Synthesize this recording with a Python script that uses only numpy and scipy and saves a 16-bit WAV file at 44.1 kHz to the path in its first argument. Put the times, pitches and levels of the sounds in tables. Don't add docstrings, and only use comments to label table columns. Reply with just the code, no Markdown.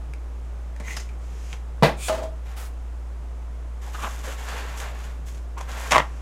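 import sys
import numpy as np
from scipy import signal
from scipy.fft import rfft, irfft, next_fast_len
from scipy.io import wavfile
from scipy.ndimage import uniform_filter1d, minimum_filter1d, map_coordinates

SR = 44100
rng = np.random.default_rng(int(sys.argv[2]) if len(sys.argv) > 2 else 0)


def master(y):
    cut = np.clip(np.atleast_2d(y).T, -1, 1)
    pcm = np.round(cut * 32767)
    wavfile.write(sys.argv[1], SR, pcm.astype(np.int16))


N = 273993

# f/Hz, t60/s
ROOM = [(150, .28), (600, .27), (2500, .24), (12000, .2)]
# f/Hz, level/dB
HUM = [(58.535, -31.8), (117.07, -61)]
# f/Hz, width/Hz, level/dB
FAN = [(121.5, 11, -65.5), (145.8, 17, -56.5)]
# f/Hz, level/dB
AIR = [(100, -40), (170, -6), (230, -4), (400, -5), (660, -7), (1200, -11), (1600, -16), (2500, -21),
       (4500, -29), (6800, -27), (10000, -33), (13000, -39), (15800, -46)]
RUMBLE = [(20, 3.5), (40, -4), (90, -4.5), (170, -15), (300, -28), (1000, -110)]

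# t/s, level/dB, f/Hz, width/Hz, bright edge against the ring/dB, t60/s
CLICKS = [(0.136, -27.5, 2270, 280, 0, 0.014), (0.762, -37.5, 2000, 400, -1, .047),
          (0.799, -32.5, 1930, 500, -1, 0.074), (0.881, -22, 1980, 420, -18, 0.033),
          (0.906, -23, 2050, 400, -13, .045), (0.932, -31, 6500, 1500, -1, .025),
          (0.966, -27.5, 5100, 400, 3.5, 0.094), (0.969, -24.5, 1700, 1200, -6, 0.04),
          (0.998, -31.5, 6200, 2000, -1, 0.1), (1.089, -40, 2260, 450, -5, 0.089),
          (1.5288, -13, 2650, 1000, -11, 0.01), (1.533, -33, 1000, 1200, -2, .07)]
# f/Hz, level/dB
CRISP = [(500, 4), (1200, 2), (2500, 3.5), (4200, -3.5), (6700, 2.5), (9000, -7), (12000, -11),
         (15800, -26)]
# f/Hz, width/Hz, level/dB
TRAY = [(1000, 400, 9), (1780, 180, 19), (2060, 280, 25), (4580, 150, 8), (6400, 250, 13)]

# t/s, thud/dB, clatter/dB
BUMPS = [(0.802, -34, -46), (1.8248, -6.5, -20), (1.831, -10, -11), (1.846, -17.5, -18.5),
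         (1.8665, -23, -28)]
# f/Hz, level/dB, t60/s
FURNITURE_NOTES = [(151, 0, 0.16), (174, -3, 0.1), (205, -1, .13), (277, -14, 0.18), (396, -11.5, 0.2),
                   (461, -8, 0.09), (526, -5.5, 0.07), (585, -5, 0.13), (753, -13, 0.09), (945, -9, 0.1),
                   (1031, -14, .09)]
# f/Hz, level/dB
CLATTER = [(120, -39), (200, -13), (231, -13), (379, -2), (679, -2.5), (943, -4.5), (1440, -14.5),
           (1820, -10), (2500, -14), (2980, -18.5), (3380, -16), (7420, -33), (13500, -39), (15700, -50)]

# t/s, knock/dB, scuff/dB
RATTLE = [(2.083, -37, -21.5), (2.097, -24, -45), (2.127, -29, -36.5), (2.146, -38, -38), (2.179, -40, -44),
          (2.231, -41, -45)]
# f/Hz, level/dB, t60/s
CORE_NOTES = [(413, -13, 0.13), (540, -8.5, 0.12), (579, -7.5, 0.12), (633, 2, 0.17), (790, -9, 0.11),
              (843, -8.5, .14), (955, -16, .1)]
# f/Hz, level/dB
SLIDE_HISS = [(710, -26), (1200, -8), (1830, -16), (2140, -13), (2360, 1), (2780, -10), (3520, -4),
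              (3920, -11), (5950, -11.5), (6700, -7), (8050, -5), (8680, -6), (9450, -7.5), (12400, -20),
              (15700, -20)]
SCUFF = [(180, -36), (300, -10), (1110, 2), (2260, -7), (3480, -8.5), (4840, -12), (5260, -13),
         (6310, -12.5), (8350, -16), (15700, -29)]
BRUSH = [(300, -17), (650, 0), (1600, -3.5), (4300, -11), (7500, -9), (12500, -13), (15700, -18)]

# t/s, length/s, rustle/dB, hiss/dB
HAND_STROKES = [(2.438, 0.082, -49.5, -58), (3.803, .085, -48, -52), (3.914, 0.28, -45.5, -48.5),
                (4.002, 0.028, -40, -43.5), (4.218, 0.1, -39, -45), (4.36, 0.12, -42.5, -48.5),
                (4.455, 0.13, -36, -46.5), (4.59, 0.07, -40.5, -52), (4.66, 0.07, -42.5, -51.5),
                (4.751, 0.045, -45, -42), (4.782, 0.075, -38.5, -55), (4.93, .15, -46, -55),
                (5.245, .04, -55, -52), (5.574, 0.055, -48.5, -58), (5.665, 0.2, -39.5, -48),
                (5.75, 0.15, -41, -45.5)]
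# t/s, level/dB
CREASES = [(2.228, -42), (4.106, -42), (4.487, -37.5), (4.775, -39), (4.799, -35.5), (5.04, -42.5),
           (5.282, -44.5), (5.344, -45), (5.372, -48.5), (5.577, -38.5), (5.606, -39), (5.715, -38.5)]
# t/s, level/dB, swell/s, pitch ratio
RUBS = [(3.882, -45, .01, .7), (3.953, -35, 0.008, 1.15), (4.005, -37, 0.017, 1.07),
        (4.046, -27, 0.012, 1.03), (4.072, -30, 0.0062, .85), (4.288, -40, .014, .45),
        (5.582, -34.5, 0.0075, 0.93), (5.611, -34.5, 0.0065, 0.9)]
# f/Hz, level/dB
PAPER_RUSTLE = [(71, -34), (120, -5), (177, -9), (301, -6), (352, -14), (405, -2.5), (1100, 2), (1210, -1),
                (1580, 1), (5000, -14.5), (6500, -46), (11000, -120)]
PAPER_HISS = [(2060, -11), (3500, -3), (4200, -12), (5670, -2.5), (6980, -0.5), (9370, -10), (12000, -8.5),
              (13700, -14.5), (15700, -22)]
FINGER = [(250, -9), (550, -8), (750, -4), (1150, 7), (1500, -3.5), (1900, -13), (2300, -9.5),
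          (3600, -15.5), (4300, -34), (9000, -47)]
# t/s, length/s, starting f/Hz, level/dB
PULLS = [(4.521, 0.14, 676, -47.5), (4.791, .14, 948, -45.5)]

# t/s, pluck/dB, crack/dB, pitch ratio
SNAPS = [(5.911, -28, -17, 1), (5.9193, -22, -8.5, 1), (5.9215, -16, -7, 1.05), (5.9262, -11, -22, 1.05),
         (5.931, -12, -25, 1), (5.947, -15, -22, 1.5), (5.950, -3.5, -26, 1.05), (5.959, 1.5, -21, 1),
         (5.9652, 1.5, -21, .97), (5.9812, 0, -15, 1), (5.9864, -9, -22, 1), (5.998, -11, -30, .85),
         (6.005, -16, -42, .85)]
# f/Hz, level/dB, t60/s
SHEET_NOTES = [(660, -19, 0.055), (900, -12, 0.017), (1100, -5, 0.02), (1950, -7, 0.0084),
               (3300, -29, 0.0093)]
# f/Hz, level/dB
FLUTTER = [(100, -3), (350, -14.5), (650, -5), (850, -2.5), (1130, -1.5), (1400, -7), (1950, -5),
           (2500, -13), (3200, -11.5), (4200, -30), (8000, -47)]
FIBRES = [(800, 4.5), (2500, 6.5), (4200, -3.5), (6000, 2), (7600, -1.5), (9000, -9.5), (12000, -11.5),
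          (15800, -39)]
CRACK = [(600, -6), (1500, 2), (2800, 8), (4200, -1), (6300, 2), (9000, -7), (12000, -12), (15800, -30)]


def amp(db):
    return 10 ** (np.asarray(db) / 20)


def unit(x):
    return x / np.sqrt(np.mean(x ** 2) + 1e-20)


def along(points, hz):
    pitches, values = np.transpose(points)
    return np.interp(np.log(hz + 1), np.log(pitches + 1), values)


def clock():
    return np.arange(N) / SR


def noise():
    return rng.standard_normal(N)


def wobble(per_s):
    return map_coordinates(rng.standard_normal(int(N * per_s / SR) + 4), [clock() * per_s])


def filtered(x, response):
    size = next_fast_len(N + SR // 2)
    return irfft(rfft(x, size) * response(np.fft.rfftfreq(size, 1 / SR)), size)[:N]


def coloured(x, colour):
    return unit(filtered(x, lambda hz: amp(along(colour, hz))))


def noise_band(hz, spread_hz):
    return unit(filtered(noise(), lambda f: 1 / (1 + ((f - hz) / spread_hz) ** 2)))


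def resonated(x, peaks):
    def response(f):
        return sum((-1) ** k * amp(db) * 1j * f * width / (hz * hz - f * f + 1j * f * width)
                   for k, (hz, width, db) in enumerate(peaks))
    return unit(filtered(x, response))


def cut_bass(x, edge_hz, order):
    return signal.sosfilt(signal.butter(order, edge_hz, "highpass", fs=SR, output="sos"), x)


def crackle(per_s, grain_db):
    slips = noise() * (rng.random(N) < per_s / SR)
    return unit(noise() + amp(grain_db) * unit(slips))


def blow(start_s, t60, rise_s):
    t = np.maximum(clock() - start_s, 0)
    return amp(-60 * t / t60) * (1 - np.exp(-t / rise_s))


def stroke(start_s, length_s, rise_s, t60, sag_db_per_s=0):
    t = np.maximum(clock() - start_s, 0)
    rise = np.sin(np.pi / 2 * np.minimum(t / rise_s, 1)) ** 2
    return rise * amp(-sag_db_per_s * t - 60 * np.maximum(t - length_s, 0) / t60)


def ring(start_s, notes, scatter_db, detune):
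    t = np.arange(SR // 2) / SR
    chance = rng.standard_normal((len(notes), 2))
    tone = 0
    for (hz, db, t60), (louder, higher) in zip(notes, chance):
        fade = amp(db + scatter_db * louder - 60 * t / t60)
        tone += fade * np.sin(2 * np.pi * hz * (1 + detune * higher) * t)
    return np.pad(tone, (round(start_s * SR), N))[:N]


def room(x, echo_db):
    hz, t, spectrum = signal.stft(rng.standard_normal(SR // 2), SR, nperseg=256)
    fade = amp(-60 * t / along(ROOM, hz)[:, None])
    tail = signal.istft(spectrum * fade, SR, nperseg=256)[1]
    tail = np.pad(tail / np.linalg.norm(tail), (SR // 400, 0))
    return x + amp(echo_db) * signal.fftconvolve(x, tail)[:N]


def background():
    hum = sum(amp(db) * np.sqrt(2) * np.sin(2 * np.pi * hz * clock()) for hz, db in HUM)
    fan = sum(amp(db) * noise_band(hz, width / 2) for hz, width, db in FAN)
    air = amp(-50) * coloured(noise(), AIR)
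    rumble = amp(-49.5) * coloured(noise(), RUMBLE)
    return hum + fan + air + rumble


def snack(start_s=0.804):
    edge = coloured(noise(), CRISP)
    clicks = 0
    for at, db, hz, width, edge_db, t60 in CLICKS:
        tone = noise_band(hz, width / 1.5) + amp(edge_db) * edge
        clicks += amp(db - 8.5) * blow(at, t60, rise_s=0.00044) * tone
    folds = crackle(900, grain_db=-4)
    settle = amp(-43.5) * stroke(start_s, length_s=0.125, rise_s=0.115, t60=0.52)
    skid = amp(-40) * stroke(start_s, length_s=0.115, rise_s=0.115, t60=0.24)
    return room(clicks + settle * coloured(folds, CRISP) + skid * resonated(folds, TRAY), echo_db=-7.5)


def furniture_bump():
    hits = sum(amp(db) * ring(at, FURNITURE_NOTES, scatter_db=1.5, detune=0.01) for at, db, _ in BUMPS)
    thud = amp(-4.5) * cut_bass(hits, edge_hz=154, order=4)
    clatter = 0
    for at, _, db in BUMPS:
        shake = amp(db) * blow(at, t60=0.2, rise_s=0.00047)
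        clatter += shake * coloured(crackle(1500, grain_db=-5.5), CLATTER)
    return room(thud, echo_db=-10) + room(clatter, echo_db=-10)


def fetch_roll(slide_s=1.95, free_s=2.082):
    reach = amp(-61.5) * stroke(start_s=1.18, length_s=0.345, rise_s=0.04, t60=0.22, sag_db_per_s=-33)
    sleeve = reach * coloured(noise(), CRISP)
    pull = amp(-34) * stroke(slide_s, free_s - slide_s, rise_s=0.12, t60=0.045)
    slide = pull * coloured(crackle(3000, grain_db=-6), SLIDE_HISS)
    knocks = sum(amp(db) * ring(at, CORE_NOTES, scatter_db=2, detune=0.0037) for at, db, _ in RATTLE)
    drag = amp(-27) * stroke(free_s, length_s=0.17, rise_s=0.042, t60=0.33, sag_db_per_s=50)
    rubbing = noise()
    damped_notes = np.multiply(CORE_NOTES, (1, 1, 0.75))
    core = ring(0, damped_notes, scatter_db=1.5, detune=0.0026)
    scrape = drag * unit(signal.fftconvolve(rubbing, core)[:N])
    touches = sum(amp(db) * blow(at, t60=0.086, rise_s=0.00038) for at, _, db in RATTLE)
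    scuffs = (amp(-16) * drag + touches) * coloured(noise(), SCUFF)
    return room(knocks + scrape, echo_db=-9.5) + room(sleeve + slide + scuffs, echo_db=-5.5)


def lift_roll():
    touch = amp(-40) * stroke(start_s=2.556, length_s=0.11, rise_s=0.024, t60=0.18, sag_db_per_s=65)
    return room(touch * coloured(crackle(900, grain_db=-8), BRUSH), echo_db=-10)


def handle_roll():
    rustle_power = hiss_power = rubs = 0
    for at, length, rustle_db, hiss_db in HAND_STROKES:
        move = stroke(at, length, rise_s=0.036, t60=0.55, sag_db_per_s=6)
        rustle_power += (amp(rustle_db) * move) ** 2
        hiss_power += (amp(hiss_db) * move) ** 2
    pressure = amp(0.9 * wobble(45))
    rustle = np.sqrt(rustle_power) * coloured(crackle(1200, grain_db=-9.5), PAPER_RUSTLE)
    hiss = np.sqrt(hiss_power) * coloured(crackle(600, grain_db=-3), PAPER_HISS)
    flicks = sum(amp(db) * blow(at, t60=0.085, rise_s=0.00084) for at, db in CREASES)
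    creases = flicks * coloured(crackle(680, grain_db=2), CRISP)
    skin = crackle(700, grain_db=-10)
    for at, db, swell, pitch in RUBS:
        catch = amp(db) * np.exp(-0.5 * ((clock() - at) / swell) ** 2)
        rubs += catch * coloured(skin, np.multiply(FINGER, (pitch, 1)))
    return room(pressure * (rustle + hiss) + creases + rubs, echo_db=-10.5)


def unwind_sheet(fall_octaves_per_s=4.7):
    drumming = 0
    for at, length, first_hz, db in PULLS:
        hz = first_hz * 2 ** (-fall_octaves_per_s * np.clip(clock() - at, 0, length))
        flap = noise_band(0, spread_hz=115)
        rough_note = unit(flap * np.sin(2 * np.pi * np.cumsum(hz) / SR))
        drumming += amp(db) * stroke(at, length, rise_s=0.036, t60=0.12) * rough_note
    return room(drumming, echo_db=-9.5)


def rip_sheet(start_s=5.908, length_s=0.095):
    flap = amp(-17.5) * stroke(start_s, length_s, rise_s=0.016, t60=0.1, sag_db_per_s=72)
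    tear = amp(-23) * stroke(start_s, length_s, rise_s=0.0017, t60=0.1, sag_db_per_s=180)
    loose = amp(-56.5) * (clock() > start_s)
    flutter = (flap + loose) * coloured(crackle(1500, grain_db=3), FLUTTER)
    fibres = (tear + loose) * coloured(crackle(1200, grain_db=-3), FIBRES)
    plucks = 0
    for at, db, _, pitch in SNAPS:
        notes = np.multiply(SHEET_NOTES, (pitch, 1, 1))
        plucks += amp(db) * ring(at, notes, scatter_db=1.2, detune=0.025)
    plucks = cut_bass(plucks, edge_hz=510, order=2)
    snaps = sum(amp(db) * blow(at, t60=0.0079, rise_s=0.0003) for at, _, db, _ in SNAPS)
    cracks = snaps * coloured(noise(), CRACK)
    return room(cut_bass(flutter + fibres + plucks + cracks, edge_hz=130, order=2), echo_db=-13)


def scene():
    desk = snack() + furniture_bump()
    paper = fetch_roll() + lift_roll() + handle_roll() + unwind_sheet() + rip_sheet()
    return (desk + paper + background())[None]


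def record(dry, ceiling=0.8, top_hz=15820):
    x = dry[0]
    hold, ramp = SR // 20, SR // 500
    needed_gain = np.minimum(1, ceiling * amp(3) / (np.abs(x) + 1e-9))
    held_gain = minimum_filter1d(needed_gain, hold, origin=hold // 2 - ramp)
    limited = x * uniform_filter1d(held_gain, ramp)
    rounded = limited / (1 + np.abs(limited / ceiling) ** 8) ** (1 / 8)
    return filtered(rounded, lambda hz: hz < top_hz)[None]


dry = scene()
out = record(dry)
master(out)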